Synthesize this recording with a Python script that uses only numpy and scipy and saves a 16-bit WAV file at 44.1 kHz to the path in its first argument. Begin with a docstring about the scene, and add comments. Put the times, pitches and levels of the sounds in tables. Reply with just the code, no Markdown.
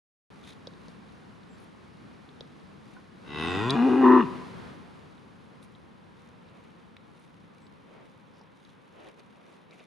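"""An open pasture, where a cow moos once. Her vocal folds pulse and ring the throat: a low growl climbs,
breaks into a high register, turns rough and ends in an open-mouthed bellow that echoes faintly from
the trees. Hooves knock on the turf, legs brush the grass and dry stalks snap.
A small bird peeps twice over the distant outdoor hush."""
import sys
import numpy as np
from scipy import signal
from scipy.fft import rfft, irfft, next_fast_len
from scipy.io import wavfile
from scipy.ndimage import uniform_filter1d, map_coordinates

SR = 44100
rng = np.random.default_rng(int(sys.argv[2]) if len(sys.argv) > 2 else 0)


def int16_out(signal):
    """Quantize to a 16-bit WAV file."""
    q = np.round(np.clip(np.atleast_2d(signal).T, -1, 1) * 32767)
    wavfile.write(sys.argv[1], SR, q.astype(np.int16))


N = 434826
T = np.arange(N) / SR


def moo():
    """The cow's voice swells in the low register, jumps to the high one and stops."""
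    during = (T > 3.15) & (T < 4.35)
    t = T[during]
    low = np.interp(t, [3.19, 3.27, 3.745, 3.765], [0, 1, 1, 0])
    high = np.interp(t, [3.742, 3.758, 4.245, 4.27], [0, 1, 1, 0])
    out = np.zeros((2, N))
    out[:, during] = low * growl(t) + high * bellow(t)
    return out


def growl(t):
    """Low register: slow, regular closures of the folds ring the shut throat one by one."""
    # The climb. Each row: time in seconds, pitch in Hz.
    melody = [(3.3, 71.47), (3.42, 79.4), (3.5, 88.76), (3.555, 94.04), (3.6, 103.0), (3.66, 121),
              (3.745, 144.7)]
    # Tone of the airflow through the shut throat. Each row: frequency in Hz, relative level in dB.
    chest_tone = [(70, -5), (130, 3.5), (190, -3), (260, 3), (340, 1.5), (420, 2), (470, -2.5),
                  (540, -31.5), (640, -17.5)]
    # Shut-mouth resonances, mids to top. Each row: centre in Hz, width in Hz, relative gain in dB.
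    muzzle_modes = [(780, 123, 3.5), (1084, 55, 8), (1435, 170, 1.5), (1680, 100, -11.5)]
    buzz_modes = [(1976, 43, 5.5), (2624, 55, 5), (2930, 370, -7), (3707, 75, 0), (4000, 180, -15.5),
                  (5070, 120, -14.5), (6150, 360, -25.5)]
    rasp_modes = [(8000, 500, -4), (8800, 1100, -5.5)]
    # Mix of chest, muzzle, buzz and rasp. Each row: held level in dB at the resting pitch,
    # change in dB per octave of pitch, steepness of the swell.
    layers = [(-34.5, 9, 1.6), (-37, 5, 1.9), (-36.5, -6.5, 2.12), (-61, -3.5, 5)]
    rest_hz, chest_lag_s = 81.9, .00437  # the low tones leave the throat just after each closure
    pitch = np.interp(t, *np.transpose(melody))
    octaves = np.log2(pitch / rest_hz)
    swell_db = 20 * np.log10(np.maximum(ramp(t, 3.201, .22), 1e-3))
    chest_db, muzzle_db, buzz_db, rasp_db = [db + climb_db * octaves + steepness * swell_db
                                             for db, climb_db, steepness in layers]
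    sink = 1 - .094 * octaves  # the neck stretches as the pitch climbs, and the resonances sink
    slide = 1 - .14 * np.tanh((t - 3.47) / .04)  # the thin nasal rasp slides down once
    cycles = np.cumsum(pitch * (1 + .003 * drift(70, t))) / SR
    chest = 0
    for k in range(1, 10):
        gain = from_db(at_hz(chest_tone, k * pitch) + .2 * drift(45, t))
        chest += gain * np.cos(2 * np.pi * k * (cycles - chest_lag_s * pitch))
    strength = from_db(1.1 * drift(90, t))
    # The slack folds bounce and touch again about a quarter cycle later.
    bounce = folds(cycles - .24 - .012 * drift(80, t), from_db(-5 + 2 * drift(80, t)), air=.2)
    source = folds(cycles, strength, air=.22) + bounce
    muzzle = cut(throat(source, muzzle_modes, sink), [620, 1800], "band", order=3)
    buzz = cut(throat(source, buzz_modes, sink), 1800, "high", order=4)
    buzz = cut(buzz, 6500, "low", order=4)
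    breathy = folds(cycles, strength, air=1)
    rasp = cut(throat(breathy, rasp_modes, slide), [5800, 10800], "band", order=5)
    return (pan(at_level(chest, chest_db), 2.4)
            + pan(at_level(muzzle, muzzle_db), .5)
            + pan(at_level(buzz, buzz_db) + at_level(rasp, rasp_db), 1.5))


def bellow(t):
    """High register: fast closures, every second one weaker; strain adds flutter and roughness."""
    # The held note with its small scoops. Each row: time in seconds, pitch in Hz before the collapse.
    melody = [(3.775, 237.8), (3.8, 234.1), (3.867, 269.7), (3.9, 246.5), (3.96, 255), (3.99, 267.1),
              (4.065, 252.2), (4.18, 255.8)]
    # Airflow partials: smooth harmonics, then the half-way partials with their flutter sidebands.
    # Each row: multiple of the pitch, relative level in dB.
    harmonics = [(1, -0.5), (2, -22.5)]
    half_partials = [(.5, -30), (1.125, -19.5), (1.25, -13.5), (1.375, -7), (1.5, -2), (1.625, -21),
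                     (2.5, -23.5)]
    # Throat resonances: mouth half shut, wide open, and the buzz on top.
    # Each row: centre in Hz, width in Hz, relative gain in dB.
    half_shut_modes = [(788, 130, 3.5), (1020, 175, -0.5), (1156, 160, -1.5), (1660, 100, -10),
                       (1923, 70, -9)]
    open_modes = [(934, 73, -1.5), (1044, 57, -1), (1145, 48, -3.5), (1257, 210, -13), (1854, 103, -14.5)]
    buzz_modes = [(2463, 80, 14.5), (2855, 100, 11.5), (3570, 150, -0.5), (4160, 200, -10),
                  (5050, 250, -18.5), (6500, 900, -21.5), (9600, 1100, -37)]
    # Mix of chest, muzzle and buzz. Each row: base level in dB, sag in dB per second,
    # boost in dB with the mouth open, loss in dB as the air runs out.
    layers = [(-16.5, 8.5, 7, 14), (-32.5, 2, 13, 13.5), (-43.5, 23.5, 5, -10.5)]
    break_s, pitch_collapse = 3.75, .52  # the jump of register; share of the pitch lost by the end
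    opening = ramp(t, 3.97, .079) ** 2.8  # the mouth opens slowly at first, then flies wide
    spent = ramp(t, 4.165, .1)  # the air runs out
    pitch = np.interp(t, *np.transpose(melody)) * (1 - pitch_collapse * spent ** 2.3)
    chest_db, muzzle_db, buzz_db = [db - sag_db * (t - break_s) + open_db * opening - loss_db * spent
                                    for db, sag_db, open_db, loss_db in layers]
    shut_db = 10 * ramp(t, 4.222, .012)  # the lips close and mute muzzle and buzz
    doubling, rough = strain(t)
    dip_db = 8.5 * (1 - ramp(t, break_s, .1)) + 4.5 * rough  # the break and roughness thin the chest
    cycles = np.cumsum(pitch * (1 + .022 * rough * drift(240, t))) / SR
    flow = sum(from_db(db) * np.sin(2 * np.pi * k * cycles) for k, db in harmonics)
    for k, db in half_partials:
        gain = doubling * from_db(db + 4 * rough * drift(130, t))
        flow += gain * np.sin(2 * np.pi * k * cycles + 1.2 * rough * drift(90, t))
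    flutter = np.sin(2 * np.pi * cycles / 8)
    alternation = (.5 + .2 * doubling) * np.cos(np.pi * cycles)
    strength = (1 + alternation) * from_db(4 * rough * drift(200, t) + 1.9 * doubling * flutter)
    source = folds(cycles, strength, air=.27 + 1.8 * rough)
    chest_noise = rms_one(cut(rng.standard_normal(len(t)), [290, 430], "band", order=5))
    chest = flow + from_db(-7.5) * rough * chest_noise
    muzzle = (1 - opening) * throat(source, half_shut_modes) + opening * throat(source, open_modes)
    muzzle = cut(muzzle, [640, 2100], "band", order=4)
    buzz = throat(folds(cycles, strength, air=1), buzz_modes)
    buzz = cut(cut(buzz, 2300, "high", order=4), 10500, "low", order=8)
    return (pan(at_level(chest, chest_db - dip_db), 4.2)
            + pan(at_level(muzzle, muzzle_db - shut_db), .2)
            + pan(at_level(buzz, buzz_db - shut_db), 1.5))


def strain(t):
    """Period doubling and roughness, each held within 0 to 1: an easy voice with spells of strain."""
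    # Spells of strain. Each row: start in seconds, end in seconds, amount of doubling, of roughness.
    spells = [(3.72, 3.778, .5, 0.5), (3.875, 3.976, 0.57, .65), (4.015, 4.2, 0.52, 0.38),
              (4.208, 4.29, 0.5, 1.04)]
    easy, edge_s = np.array([[.081], [.19]]), .025
    out = easy
    for start, end, doubling, rough in spells:
        spell = ramp(t, start - edge_s / 2, edge_s) - ramp(t, end - edge_s / 2, edge_s)
        out = out + spell * (np.array([[doubling], [rough]]) - easy)
    return np.clip(out, 0, 1)


def folds(cycles, strength, air):
    """The vocal folds close sharply once per cycle, each time followed by a puff of turbulent air."""
    step = np.maximum(np.gradient(cycles), 1 / SR)
    samples_off = (cycles - np.round(cycles)) / step
    closures = np.sinc(samples_off) * np.exp(-(samples_off / 4) ** 2)
    puffs = rms_one(np.exp(-2.5 * (cycles % 1)) * rng.standard_normal(len(cycles))) * np.sqrt(step)
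    return strength * (closures + air * puffs)


def throat(x, modes, ratio=1):
    """The throat rings in parallel resonances of alternating sign; ratio slides them by warping time."""
    clock = np.cumsum(ratio * np.ones(len(x)))
    even = np.arange(clock[0], clock[-1])
    warped = map_coordinates(x, [np.interp(even, clock, np.arange(len(x)))], order=3)
    out = 0
    for k, (hz, width_hz, db) in enumerate(modes):
        radius = np.exp(-np.pi * width_hz / SR)
        gain = (-1) ** k * from_db(db) * (1 - radius ** 2) / 2
        poles = [1, -2 * radius * np.cos(2 * np.pi * hz / SR), radius ** 2]
        out += signal.lfilter([gain, 0, -gain], poles, warped)
    return map_coordinates(out, [clock - clock[0]], order=3)


def snaps():
    """Each dry stalk breaks with one sharp crack, splinters a little and rings briefly."""
    # Stalks breaking. Each row: start in seconds, peak in dB, high cut in Hz.
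    breaks = [(0.439, -45, 4500), (0.671, -31.5, 6500), (0.736, -48.5, 7000), (0.883, -46.5, 11100),
              (2.29, -46, 4200), (2.4072, -32.5, 5666), (3.6968, -20.5, 4100), (3.7056, -14.5, 11100),
              (5.627, -52, 13000), (5.75, -48, 4000), (6.9673, -45.5, 4320), (8.6501, -49.5, 6500),
              (8.694, -56, 4500), (9.196, -50, 7000), (9.709, -50, 6000), (9.8025, -50, 6050)]
    # Stalk resonances. Each row: frequency in Hz, relative level in dB, seconds to fall 60 dB.
    modes = [(3400, 3, 0.01), (3884, 4, 0.014), (4440, -2.5, 0.018), (5080, 0, 0.0084), (6290, -4, 0.0048),
             (8670, -9, 0.0059), (10230, -8, .005)]
    out, t = np.zeros(N), T[:2048]
    for s, peak_db, top_hz in breaks + faint_snaps(count=8):
        crack = (t == 0) + .12 * rng.standard_normal(len(t)) * np.exp(-t / .0012)
        snap = sum((-1) ** k * from_db(db) * ring(crack, hz, t60) for k, (hz, db, t60) in enumerate(modes))
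        snap = cut(snap, [2700, top_hz], "band", order=3)
        at = round(s * SR)
        out[at:at + len(t)] += from_db(peak_db) * snap / np.abs(snap).max()
    return pan(out, .5)


def faint_snaps(count, peak_db=-54, spread_db=3, top_hz=4800):
    """Small stalks break at random moments under the rest of the herd: extra rows for snaps()."""
    return [((k + when) / count * (T[-1] - .1), peak_db + spread_db * (2 * force - 1), top_hz)
            for k, (when, force) in enumerate(rng.random((count, 2)))]


def hoof_knocks():
    """A hoof lands softly on the turf and sets one damped tone going."""
    # Dull knocks. Each row: start in seconds, level in dB, pitch in Hz, seconds to fall 60 dB.
    knocks = [(0.673, -32, 516, 0.024), (0.884, -40, 507, 0.017), (1.75, -41, 965, 0.0096),
              (2.409, -33.5, 493, 0.018), (2.966, -46, 1486, 0.062), (2.967, -49, 1020, 0.063),
              (6.967, -34, 2280, 0.0029), (8.411, -44.5, 885, 0.024)]
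    out, t = np.zeros(N), T[:8192]
    for s, db, hz, t60 in knocks:
        at = round(s * SR)
        out[at:at + len(t)] += from_db(db - 60 * t / t60) * np.sin(2 * np.pi * hz * t)
    return pan(out, .54)


def grass_steps(crackles_per_s=850, spread_db=3.5):
    """A leg pushes the grass aside; blades swish past and stiff stalks crackle."""
    # Leg strokes. Each row: centre in seconds, half-length in seconds, dry swish in dB,
    # soft push in dB, crackle centre in Hz.
    strokes = [(0.488, 0.081, -58.5, -63, 3650), (1.621, 0.061, -71.5, -88, 10000),
               (5.637, 0.033, -67, -80, 9600), (6.563, 0.26, -77.5, -58.5, 2600),
               (7.217, 0.13, -77, -101, 9500), (7.967, 0.18, -78, -53, 2380),
               (8.38, 0.11, -79.5, -62, 4960), (8.66, 0.16, -75, -80, 3100), (9.031, .15, -73, -49.5, 2700),
               (9.081, .025, -66.5, -63, 3480), (9.193, 0.033, -69.5, -54.5, 2600),
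               (9.472, 0.3, -82, -58.5, 2540), (9.732, 0.05, -65, -56, 2320),
               (9.807, 0.053, -68, -55, 2450)]
    # Colours of the swish and the push. Each row: frequency in Hz, relative level in dB.
    swish_tone = [(1000, -14), (2300, 2), (3000, -7), (3700, 0), (4600, -9), (6300, -9), (7800, -17),
                  (10500, -13), (13000, -32)]
    push_tone = [(120, -9.5), (350, 9.5), (600, 7.5), (1000, 0), (1700, -5), (3000, -11.5), (6000, -31),
                 (14000, -62)]
    swish, push, crackle = np.zeros((3, N))
    for s, half_s, swish_db, push_db, crackle_hz in strokes:
        near = np.abs(T - s) < half_s
        stroke = np.cos(np.pi / 2 * (T[near] - s) / half_s) ** 2
        swish[near] += from_db(swish_db) * stroke
        push[near] += from_db(push_db) * stroke
        # A few of the breaks are much louder than the rest.
        sizes = from_db(spread_db * np.minimum(rng.exponential(1, SR), 5)) * rng.standard_normal(SR)
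        breaks = (rng.random(SR) < crackles_per_s / SR) * sizes
        grains = cut(breaks[:len(stroke)], [crackle_hz / 1.12, crackle_hz * 1.12], "band")
        crackle_db = 1.5 + .74 * swish_db + .26 * push_db  # follows the swish more than the push
        crackle[near] += from_db(crackle_db) * stroke * rms_one(grains)
    blades = from_db(4 * drift(250, T) - 1.5)
    herd = from_db(-76 + 3 * drift(10, T))  # the other cows never stand quite still
    return (swish + herd) * blades * noise(swish_tone) + push * noise(push_tone) + pan(crackle, .5)


def bird():
    """A small bird gives thin, wavering, slightly falling peeps."""
    # Peeps. Each row: start in seconds, length in seconds, first and last pitch in Hz, peak in dB.
    peeps = [(1.48, 0.1, 7700, 7500, -70.5), (7.598, .09, 7900, 7680, -76)]
    out = np.zeros(N)
    for s, length, start_hz, end_hz, db in peeps:
        near = (T > s) & (T < s + length)
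        progress = (T[near] - s) / length
        hz = start_hz + (end_hz - start_hz) * progress + 60 * drift(150, T[near])
        out[near] = from_db(db) * np.sin(np.pi * progress) * np.sin(2 * np.pi * np.cumsum(hz) / SR)
    return pan(out, 0)


def tree_echo(x, echo_s, echo_db, scatter_db, t60):
    """One dull echo returns from the tree line, and a thin scatter from the foliage."""
    t = T[:SR]
    scatter = cut(rng.standard_normal((2, SR)), 5500, "low") * from_db(-60 * t / t60) * ramp(t, 0, .011)
    response = from_db(scatter_db) * rms_one(scatter + .5 * scatter[::-1]) / np.sqrt(SR)
    response += from_db(echo_db) * cut(np.sinc((t - echo_s) * SR), 1800, "low")
    send = cut(x, 310, "high", order=1)  # foliage returns little of the bass
    return signal.fftconvolve(send, response, axes=1)[:, :N]


def ground_reflections(x, side_db):
    """Glancing reflections off the ground reach the two sides differently, mostly in the treble."""
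    glances = rng.standard_normal(400) * np.hanning(400)
    treble = cut(x.mean(axis=0), 700, "high", order=1)
    side = signal.fftconvolve(treble, glances / np.linalg.norm(glances))[:N]
    return from_db(side_db) * side * np.array([[1], [-1]])


def hush():
    """The distant outdoor bed slowly sinks and dulls, swells around the call and ends with less rumble."""
    # Colours of the early and the late hush. Each row: frequency in Hz, relative level in dB.
    early_tone = [(15, -56.5), (25, -34), (54, -14.5), (90, -7.5), (128, -5.5), (196, 0.5), (309, -7.5),
                  (475, -10.5), (604, -15.5), (1060, -14.5), (2700, -26), (4150, -30.5), (8100, -45.5),
                  (9770, -42.5), (15000, -69)]
    late_tone = [(15, -52), (25, -39.5), (98, -5.5), (135, -5), (172, 0), (286, -6), (363, -11), (529, -9),
                 (637, -18), (952, -11.5), (1460, -18.5), (3630, -29), (6900, -50), (10300, -49.5),
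                 (15000, -64.5)]
    late = ramp(T, start_s=3.97, length_s=4.47)
    level_db = -49 - .6069 * T + .5 * drift(9.2, T)
    air = from_db(level_db) * (np.sqrt(1 - late) * noise(early_tone) + np.sqrt(late) * noise(late_tone))
    start_s, attack_s, end_s, release_s = 3.16, .36, 4.68, .33
    swell = ramp(T, start_s, attack_s) * np.exp(-np.maximum(T - end_s, 0) / release_s)
    swell_db = swell * (16 - 6 * (T - start_s - attack_s))  # peaks, then sags
    air += (from_db(swell_db) - 1) * cut(air, 60, "high", order=1)  # the deepest rumble barely swells
    return air - ramp(T, start_s=7.96, length_s=1.7) * cut(air, 160, "low", order=1)


def noise(spectrum):
    """Coloured stereo noise of unit power, widest in the low mids."""
    # Stereo image. Each row: frequency in Hz, left-right likeness (negative counts as 0).
    likeness = [(60, 0.7), (180, 0.16), (550, -0.27), (1640, 0.3), (4960, 0.8), (15000, 0.78)]
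    # Stereo balance. Each row: frequency in Hz, left minus right in dB.
    lean = [(60, 4.5), (240, 2), (950, -1), (3760, 0.5), (15000, -0.5)]
    size = next_fast_len(N)
    hz = np.fft.rfftfreq(size, 1 / SR)
    mid, side = rfft(rng.standard_normal((2, size))) * from_db(at_hz(spectrum, hz))
    alike = np.clip(at_hz(likeness, hz), 0, 1)
    both = np.sqrt(1 + alike) * mid + np.sqrt(1 - alike) * side * np.array([[1], [-1]])
    return rms_one(irfft(both * pan(1, at_hz(lean, hz)), size)[:, :N])


def ring(x, hz, t60):
    """A damped resonance: a unit click sets a sine of height 1 ringing."""
    radius, angle = from_db(-60 / (t60 * SR)), 2 * np.pi * hz / SR
    return signal.lfilter([0, np.sin(angle)], [1, -2 * radius * np.cos(angle), radius ** 2], x + 1e-18)


def at_level(x, db):
    """Even out a voice over a few cycles, then give it its loudness."""
    power = uniform_filter1d(uniform_filter1d(x * x, size=1100), size=700)
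    return from_db(db) * x / np.sqrt(np.abs(power) + 1e-4 * np.mean(x * x))


def drift(rate, t):
    """A smooth random wobble of spread near 1 that changes about rate times a second."""
    return map_coordinates(rng.standard_normal(4096), [(t - t[0]) * rate], order=3, mode="wrap")


def ramp(t, start_s, length_s):
    """Rise evenly from 0 to 1, then hold."""
    return np.clip((t - start_s) / length_s, 0, 1)


def at_hz(points, hz):
    """Read a curve on a log-frequency axis."""
    knots_hz, values = np.transpose(points)
    return np.interp(np.log(np.maximum(hz, 1)), np.log(knots_hz), values)


def cut(x, hz, kind, order=2):
    """Low-, high- or band-pass with a flat passband."""
    return signal.sosfilt(signal.butter(order, hz, kind, fs=SR, output="sos"), x)


def pan(x, db):
    """Place a sound: left minus right in dB."""
    return np.array([x * from_db(db / 2), x * from_db(-db / 2)])


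def from_db(db):
    """Decibels to gain."""
    return 10 ** (np.asarray(db) / 20)


def rms_one(x):
    """Scale to unit power."""
    return x / np.sqrt(np.mean(x ** 2) + 1e-20)


def scene():
    """The cow, the small sounds of the field and the hush behind them."""
    near = moo() + snaps() + hoof_knocks()
    far = tree_echo(near, echo_s=.13, echo_db=-30, scatter_db=-21.5, t60=.97)
    return near + far + ground_reflections(near, side_db=-11.5) + grass_steps() + bird() + hush()


def record(dry):
    """The sound opens after a moment of silence; the very top is cut steeply."""
    start_s, stopband_hz = .303, 16006
    return signal.sosfilt(signal.cheby2(14, 70, stopband_hz, fs=SR, output="sos"), dry * (T > start_s))


dry = scene()
out = record(dry)
int16_out(out)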